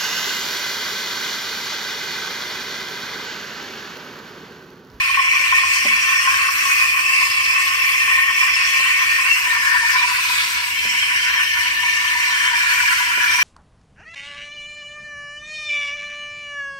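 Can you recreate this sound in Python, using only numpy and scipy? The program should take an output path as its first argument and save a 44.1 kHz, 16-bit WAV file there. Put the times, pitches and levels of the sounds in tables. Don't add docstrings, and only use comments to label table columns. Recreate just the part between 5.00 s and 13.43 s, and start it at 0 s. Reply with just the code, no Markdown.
import sys
import numpy as np
from scipy import signal
from scipy.fft import rfft, irfft, next_fast_len
from scipy.io import wavfile

SR = 44100
rng = np.random.default_rng(int(sys.argv[2]) if len(sys.argv) > 2 else 0)


def materialize(psi):
    bounded = np.clip(np.atleast_2d(psi).T, -1, 1)
    quanta = np.round(bounded * 32767).astype(np.int16)
    wavfile.write(sys.argv[1], SR, quanta)


N = 371763

# time in seconds, depth from 0 shallow to 1 deep.
TIP_DEPTH = [(0, .1), (1.5, 0), (4.28, .02), (4.4, .75), (4.8, 1), (5.2, .65), (5.6, 0.95), (8.43, .97)]
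# time in seconds, level in dB.
GURGLE_LEVEL = [(0, -26), (0.9, -28.5), (1.4, -23), (2.2, -25.5), (3.8, -25.5), (4.45, -28), (4.95, -25.5),
                (5.5, -32), (6.6, -29), (7.9, -27), (8.43, -26)]
LEFT_LEAD_S = 0.0002


def from_db(db):
    return np.exp(np.asarray(db) * (np.log(10) / 20))


def rms_one(x):
    return x / np.sqrt(np.mean(x ** 2) + 1e-20)


def in_time(rows):
    s, *columns = np.transpose(rows)
    return [np.interp(np.arange(N) / SR, s, c) for c in columns]


def by_depth(shallow, deep):
    return shallow + (deep - shallow) * np.clip(in_time(TIP_DEPTH)[0], 0, 1)


def at_hz(points, hz):
    knots, values = np.transpose(points)
    return np.interp(np.log(hz + 1e-9), np.log(knots), values)


def panned(left_right_db):
    return from_db(np.array([[.5], [-.5]]) * left_right_db)


def drift(rate_hz):
    step = 40
    r = np.exp(-2 * np.pi * step * rate_hz / SR)
    white = rng.standard_normal(N // step + 2002)
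    slow = signal.lfilter([1], [1, -2 * r, r * r], white)[2000:]
    return np.interp(np.arange(N) / step, np.arange(len(slow)), rms_one(slow))


def resonate(x, hz, width_hz):
    r = np.exp(-np.pi * width_hz / SR)
    g = (1 - r * r) / 2
    section = [g, 0, -g, 1, -2 * r * np.cos(2 * np.pi * hz / SR), r * r]
    return signal.sosfilt([section] * 2, x)


def rattle(per_s, spread_db):
    sizes = from_db(spread_db * np.minimum(rng.exponential(1, N), 5))
    return rms_one(sizes * (rng.random(N) < per_s / SR))


def swells(rows):
    t = np.arange(0, N + 100, 100) / SR
    power = 0
    for s, length_s, db in rows:
        fall_db = 3 * np.minimum((2 * (t - s) / length_s) ** 2, 20)
        power = power + from_db(2 * (db - fall_db))
    return np.interp(np.arange(N) / SR, t, np.sqrt(power))


def at_ports(grain=1, spectrum=None, balance=None, lead_s=LEFT_LEAD_S):
    # frequency in Hz, share of the power common to both ports.
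    likeness = [(60, 0.99), (250, 0.88), (600, 0.6), (1000, 0.9), (2000, 0.6), (3000, 0.15), (6000, 0.65),
                (9000, 0.35), (15000, 0.3)]
    size = next_fast_len(N)
    hz = np.arange(size // 2 + 1) * SR / size
    source = rfft(grain * rng.standard_normal((3, N)), size)
    alike = np.clip(at_hz(likeness, hz), 0, 1)
    direct = source[0] * np.exp(2j * np.pi * hz * lead_s * np.array([[.5], [-.5]]))
    both = np.sqrt(alike) * direct + np.sqrt(1 - alike) * source[1:]
    if spectrum is not None:
        both = both * from_db(at_hz(spectrum, hz))
    if balance is not None:
        both = both * panned(at_hz(balance, hz))
    return rms_one(irfft(both, size)[:, :N])


def wandering(hz, db, width_hz, waver, flutter_db, common=0.77, lead_s=LEFT_LEAD_S, steadiness=0):
    hz = hz * (1 + waver * drift(7))
    step = 10
    shape = (3, N // step + SR)
    white = rng.standard_normal(shape) + 1j * rng.standard_normal(shape)
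    lowpass = signal.butter(2, width_hz / 2, fs=SR / step, output="sos")
    slow = signal.sosfilt(lowpass, white)[:, -(N // step + 2):]
    direct = slow[0] * np.exp(2j * np.pi * hz.mean() * np.array([[lead_s], [0]]))
    swing = np.sqrt(common) * direct + np.sqrt(1 - common) * slow[1:]
    swing = swing / np.linalg.norm(swing, axis=0) ** steadiness
    swing = np.array([np.interp(np.arange(N) / step, np.arange(len(side)), side) for side in swing])
    carrier = np.exp(2j * np.pi * np.cumsum(hz) / SR)
    return from_db(db + flutter_db * drift(21)) * rms_one(np.real(swing * carrier))


def pockets(kicks):
    rise_s = 0.0063
    r = np.exp(-1 / (rise_s * SR))
    return signal.lfilter([0, np.e / (rise_s * SR)], [1, -2 * r, r * r], kicks + 1e-18)


def collapsing_steam(gulping):
    # frequency in Hz, width in Hz of one pass,
    # relative dB with the tip shallow, relative dB with it deep, left-right dB, left lead in radians.
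    gurgle_modes = [(987.6, 49, -15, 7.5, .5, 1.2), (1073, 81, 11, -3, 3.5, 1.7),
                    (1156, 53, 8.5, -0.5, -4, 2.07)]
    howl_modes = [(1306, 50, 1.5, -50, 3, 2), (1383, 67, -6, -2, -9, 3), (1489.5, 71, 4.5, 4, -3.5, -2),
                  (1647, 89, 2, -12, 9, -2.5), (1689, 51, -12, 8.5, 5, 2.5), (1823, 25, -3.5, -6, 8, 0.1),
                  (1942, 74, 5.5, -4, -3, 1)]
    rasp_modes = [(2057, 148, -3.5, -1.5, -2.5, 1.8), (2217, 52, 4.5, 7, 2.5, 2.5),
                  (2363, 117, 6.5, 4.5, -4, 3), (2520, 100, -0.5, -6.5, -4, -1.27),
                  (2667, 96, -1, -6, 12, -2), (2822, 102, -6, -2.5, -2.5, -1),
                  (2920, 100, -12.5, -5.5, 5.5, 0.5), (3079, 95, -5, -13, 1.5, 0.9),
                  (3333, 200, -12.5, -15.5, 0.5, 1.65)]
    # time in seconds, level in dB before the trims below.
    howl_level = [(0, -36), (0.75, -40), (1.5, -32), (2.1, -42), (3.4, -37), (4.55, -34.5), (4.75, -27),
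                  (5.05, -34), (5.85, -38.5), (6.3, -32.5), (6.9, -40), (7.55, -27.5), (8.43, -28)]
    rasp_level = [(0.0, -23.0), (0.35, -20), (1.6, -23.0), (1.8, -22), (2.9, -21.5), (3.9, -19.5),
                  (4.35, -23.5), (4.85, -24.5), (5.05, -25), (5.65, -25), (5.9, -23.0), (7.55, -24),
                  (7.8, -23), (8.42, -24.5)]
    (depth,), (gurgle_db,) = in_time(TIP_DEPTH), in_time(GURGLE_LEVEL)
    (howl_db,), (rasp_db,) = in_time(howl_level), in_time(rasp_level)
    spurts = drift(31)
    throb_db = 2.16 * drift(13.5)
    gulp_lift_db = 10 * gulping
    clicks = rattle(9000, 2.22) * rng.standard_normal((3, N))
    drive = signal.hilbert(clicks, next_fast_len(N))[:, :N]
    gurgle_gain = from_db(gurgle_db - 3.5 + throb_db + 1.0 * spurts)
    gurgle = gurgle_gain * pitcher(gurgle_modes, drive, depth, shifting_db=.5)
    howl_gain = from_db(howl_db + 5.5 + 0.65 * throb_db + gulp_lift_db + 2.3 * spurts)
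    howl = howl_gain * pitcher(howl_modes, drive, depth, shifting_db=1.1)
    rasp_gain = from_db(rasp_db + 3.5 + 0.18 * throb_db + 0.45 * spurts)
    rasp = rasp_gain * pitcher(rasp_modes, drive, depth, shifting_db=2.0)
    return gurgle + howl + rasp + singing(throb_db) + cloud()


def pitcher(modes, drive, depth, shifting_db, shift_rate_hz=6):
    scattered = 0.28
    shallow, deep = 0, 0
    for hz, width_hz, shallow_db, deep_db, side_db, lead in modes:
        direct = np.real(drive[0] * np.exp(1j * lead * np.array([[.5], [-.5]])))
        fed = np.sqrt(1 - scattered) * direct + np.sqrt(scattered) * drive[1:].real
        shifting = from_db(shifting_db * drift(shift_rate_hz))
        ringing = resonate(fed, hz, width_hz) * panned(side_db) * shifting
        shallow = shallow + from_db(shallow_db) * ringing
        deep = deep + from_db(deep_db) * ringing
        drive = np.roll(drive, SR // 3, axis=1)
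    weight = np.clip(depth, 0, 1)
    a, b = rms_one(shallow), rms_one(deep)
    overlap = np.mean(a * b)
    blend = np.sqrt(1 - weight) * a + np.sqrt(weight) * b
    return blend / np.sqrt(1 + 2 * overlap * np.sqrt(weight * (1 - weight)))


def singing(throb_db):
    # middle in seconds, length in seconds, peak in dB before the voice's own level.
    ring_swells = [(.55, .1, -27), (1.16, 0.084, -24.5), (3.19, 0.19, -21.5), (3.7, 0.79, -30.5),
                   (4.16, 0.068, -24), (4.51, 0.07, -23.5), (4.78, 0.252, -22.5), (7.0, 1.19, -25.5),
                   (8.3, 0.25, -30)]
    # time in seconds, level in dB before flutter.
    high_level = [(5.6, -52), (5.85, -26), (6.8, -33.5), (8.43, -34.5)]
    swell = swells(ring_swells)
    hz = by_depth(1814, 1780) + 23.87 * swell / swell.max()
    strength = np.hypot(swell, from_db(by_depth(-30.5, -42.5)))
    voice = wandering(hz, 2.7 + .5 * throb_db, width_hz=64, waver=0.00318, flutter_db=0.0,
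                      common=0.66, lead_s=0.00015, steadiness=0.16)
    high_voice = wandering(3124, *in_time(high_level), width_hz=81, waver=0.002035, flutter_db=-4.0,
                           common=.35, lead_s=-0.000018, steadiness=0.23)
    return strength * voice * panned(4.6) + high_voice


def cloud():
    # middle in seconds, length in seconds, pitch in Hz, peak in dB before the voice's own level.
    flare_rows = [(.05, .15, 2460, -24), (.37, .15, 2360, -23), (.64, .2, 2520, -26.5),
                  (1.08, 0.13, 2660, -28), (1.43, 0.078, 2640, -27), (1.85, .22, 2520, -21.5),
                  (2.17, 0.19, 2640, -23), (2.56, 0.25, 2630, -24.5), (3.69, .14, 2635, -27),
                  (4.335, .09, 2720, -19), (4.53, .1, 2397, -29), (4.99, 0.065, 2374, -23),
                  (5.13, .14, 2620, -25), (5.34, .18, 2490, -29), (7.82, .2, 2365, -24.5),
                  (8.38, .26, 2385, -22.5)]
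    pitch_rows = [(s + edge * length_s, hz) for s, length_s, hz, db in flare_rows for edge in (-.5, .5)]
    hz, = in_time(pitch_rows)
    flares = swells([(s, length_s, db) for s, length_s, hz_held, db in flare_rows])
    strength = np.hypot(flares, from_db(by_depth(-33, -39)))
    return strength * wandering(hz, db=1.4, width_hz=86, waver=0.00595, flutter_db=2.6,
                                common=0.085, steadiness=0.34)


def big_pockets():
    # start in seconds, peak of the single pocket in dB.
    gulp_rows = [(.063, -26.5), (0.17, -11), (.190, -12.5), (0.267, -18), (0.521, -11), (.630, -14),
                 (.97, -22), (1.121, -21), (1.271, -10.5), (1.40, -33), (1.482, -13.5), (3.276, -18),
                 (3.42, -22), (4.829, -17), (4.95, -15.5), (5.039, -16.5), (5.11, -19), (5.182, -19.5),
                 (7.15, -20), (7.532, -19.5), (7.83, -17.5), (7.925, -23), (8.38, -25)]
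    s, db = np.transpose(gulp_rows)
    return pockets(np.bincount((s * SR).astype(int), from_db(db), N))


def gulps(big, waver):
    starts = rng.random(N) < 22 / SR
    small = pockets(starts * from_db(in_time(GURGLE_LEVEL)[0] - 0.5))
    hz = by_depth(1070, 982) * (1 + waver * drift(24.7))
    cycles = np.cumsum(hz) / SR + hz * np.array([[LEFT_LEAD_S], [0]])
    return np.hypot(big, small) * np.sin(2 * np.pi * cycles) * panned(1.5)


def radiated(x):
    return signal.sosfilt(signal.butter(10, 905, "high", fs=SR, output="sos"), x)


def jet(gulping):
    # time in seconds, hiss in dB, foam fizz in dB, both before the trims below.
    jet_level = [(0.0, -38.5, -43.5), (0.55, -38.0, -44.0), (0.75, -32, -39.5), (0.9, -36.0, -42),
                 (1.3, -34.5, -41.0), (1.75, -34.5, -36), (2.3, -35, -40.5), (3.35, -38.5, -39.5),
                 (3.55, -35.5, -41.5), (4.35, -35.5, -39), (4.95, -36, -43.0), (5.3, -34, -37.5),
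                 (5.75, -37.5, -42.0), (6.0, -35.5, -42.5), (6.4, -39, -43), (7.5, -35.5, -43.0),
                 (7.8, -33, -38.5), (8.42, -37, -40)]
    # time in seconds, froth in dB before the jet's shaping.
    froth_level = [(0, -36), (2.2, -38), (3.7, -37), (3.83, -34), (4.0, -35.5), (4.6, -37.5), (4.95, -31.5),
                   (5.15, -30), (5.35, -26.5), (5.6, -27.5), (5.8, -35.5), (7.3, -33), (8.43, -33.5)]
    # frequency in Hz, relative level per Hz in dB.
    hiss_spectrum = [(1500, -39), (3000, -28), (3700, -8), (4400, 4), (5400, 2), (5900, 4), (6600, 0.5),
                     (7800, 0.5), (9100, -1), (9900, -12.5), (11500, -32)]
    fizz_spectrum = [(2500, -50), (6000, -23), (8000, -1.5), (9400, 1), (10300, 0), (11300, 4),
                     (12700, 6.5), (14200, 4.5), (15700, -2)]
    froth_spectrum = [(700, -65), (880, -17), (980, -4), (1350, 3), (2400, -10), (3200, 5), (3900, 7),
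                      (5000, -4), (8000, -23), (15000, -38)]
    # frequency in Hz, left-right dB.
    jet_side = [(3500, 0.5), (4700, 5.7), (5800, 0.5), (7000, 3.6), (9000, 8.6), (11000, 1), (13500, 2.5)]
    # time in seconds, pitch in Hz before waver, level in dB before flutter.
    whistle_path = [(0, 5300, -42.5), (.35, 5670, -35.5), (.7, 5290, -39), (1.2, 5580, -31),
                    (1.45, 5300, -38), (1.65, 5720, -31), (1.95, 5396, -46), (2.2, 5050, -32),
                    (3.2, 5350, -38), (3.55, 5140, -29.5), (3.72, 5710, -29.5), (3.85, 4970, -50),
                    (4.2, 5130, -37), (5.75, 5013, -43), (5.87, 5387, -33.5), (6.4, 5672, -36),
                    (8.15, 5686, -40), (8.38, 5720, -28)]
    # frequency in Hz, width in Hz of one pass, added share in dB.
    overtone_rows = [(4680, 42, -16), (5270, 260, -7), (5690, 120, -7)]
    (hiss_db, fizz_db), (froth_db,) = in_time(jet_level), in_time(froth_level)
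    hiss = from_db(hiss_db + 6.0) * at_ports(rattle(30000, 0.5), hiss_spectrum, jet_side)
    fizz = from_db(fizz_db + 5.5) * at_ports(rattle(26000, 1.3), fizz_spectrum, jet_side)
    froth = from_db(froth_db) * at_ports(rattle(9000, 1.5), froth_spectrum)
    whistle = wandering(*in_time(whistle_path), width_hz=610, waver=.02, flutter_db=-2.0) * panned(1.9)
    unsteady_db = 0.48 * drift(90) + 0.68 * drift(6) - 4 * gulping
    steam = (hiss + fizz + froth + whistle) * from_db(unsteady_db)
    steam = steam - by_depth(0.42, .1) * resonate(steam, 3720, 420)
    steam = steam + sum(from_db(db) * resonate(steam, hz, width_hz) for hz, width_hz, db in overtone_rows)
    patchy = patchy_treble(steam, patchy_db=2.5, rate_hz=9.3)
    return 1.016 * np.std(steam) * steel_echoes(patchy, strength=0.67, sway_s=0.0001635)


def patchy_treble(x, patchy_db, rate_hz):
    out, rest = 0, x
    for edge_hz in np.geomspace(3500, 15000, 18):
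        below = signal.sosfiltfilt(signal.butter(6, edge_hz, fs=SR, output="sos"), rest)
        out = out + below * from_db(patchy_db * drift(rate_hz))
        rest = rest - below
    return out + rest


def steel_echoes(x, strength, sway_s, count=4):
    n, out = np.arange(N), x.copy()
    for channel in range(2):
        for lag_s in rng.uniform(.001, .007, count):
            delay = (lag_s + sway_s * drift(0.856)) * SR
            out[channel] += strength * np.interp(n - delay, n, x[channel])
    return rms_one(out)


def bumps(shudder_s):
    # start in seconds, peak in dB, brightest frequency in Hz.
    bump_rows = [(0.404, -36, 480), (.851, -22, 500), (.905, -34.5, 250), (3.796, -35, 332),
                 (4.470, -39, 372), (5.849, -32, 299), (5.913, -54, 270), (8.173, -31, 480),
                 (8.299, -41, 403)]
    # frequency in Hz, relative dB, time to fall by 60 dB in seconds.
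    casing_modes = [(130, -25, .15), (222, -2.5, 0.32), (270, 4, 0.08), (384, 3, 0.046), (454, -14, 0.13),
                    (568, 6.5, 0.05), (725, -3, 0.045)]
    out, t = np.zeros(N + SR), np.arange(SR // 3) / SR
    for s, db, bright_hz in bump_rows:
        contact = rng.standard_normal(len(t)) * np.exp(-t / shudder_s)
        casing = 0
        for hz, mode_db, t60 in casing_modes:
            tilt_db = -10 * abs(np.log2(hz / bright_hz))
            casing = casing + from_db(mode_db + tilt_db - 60 * t / t60) * np.cos(2 * np.pi * hz * t)
        thud = signal.fftconvolve(contact, casing)[:len(t)]
        start = int(s * SR)
        out[start:start + len(t)] += from_db(db) * thud / np.abs(thud).max()
    return out[:N]


def kitchen():
    # frequency in Hz, relative level per Hz in dB.
    room_spectrum = [(15, -24), (25, -4), (36, -12), (60, 1.5), (85, 9), (118, 2), (150, -9.5), (210, -4),
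                     (275, 2), (370, -7), (480, -6), (580, -4), (700, -9.5), (850, -4.5), (1300, -58)]
    return from_db(-50.5) * at_ports(spectrum=room_spectrum, lead_s=0) * panned(0.91)


def scene():
    big = big_pockets()
    gulping = big / big.max()
    from_pitcher = radiated(collapsing_steam(gulping) + gulps(big, waver=0.01997))
    return from_pitcher + jet(gulping) + bumps(shudder_s=0.011) + kitchen()


def record(dry):
    return signal.sosfilt(signal.ellip(12, .1, 90, 15750, fs=SR, output="sos"), dry)


dry = scene()
out = record(dry)
materialize(out)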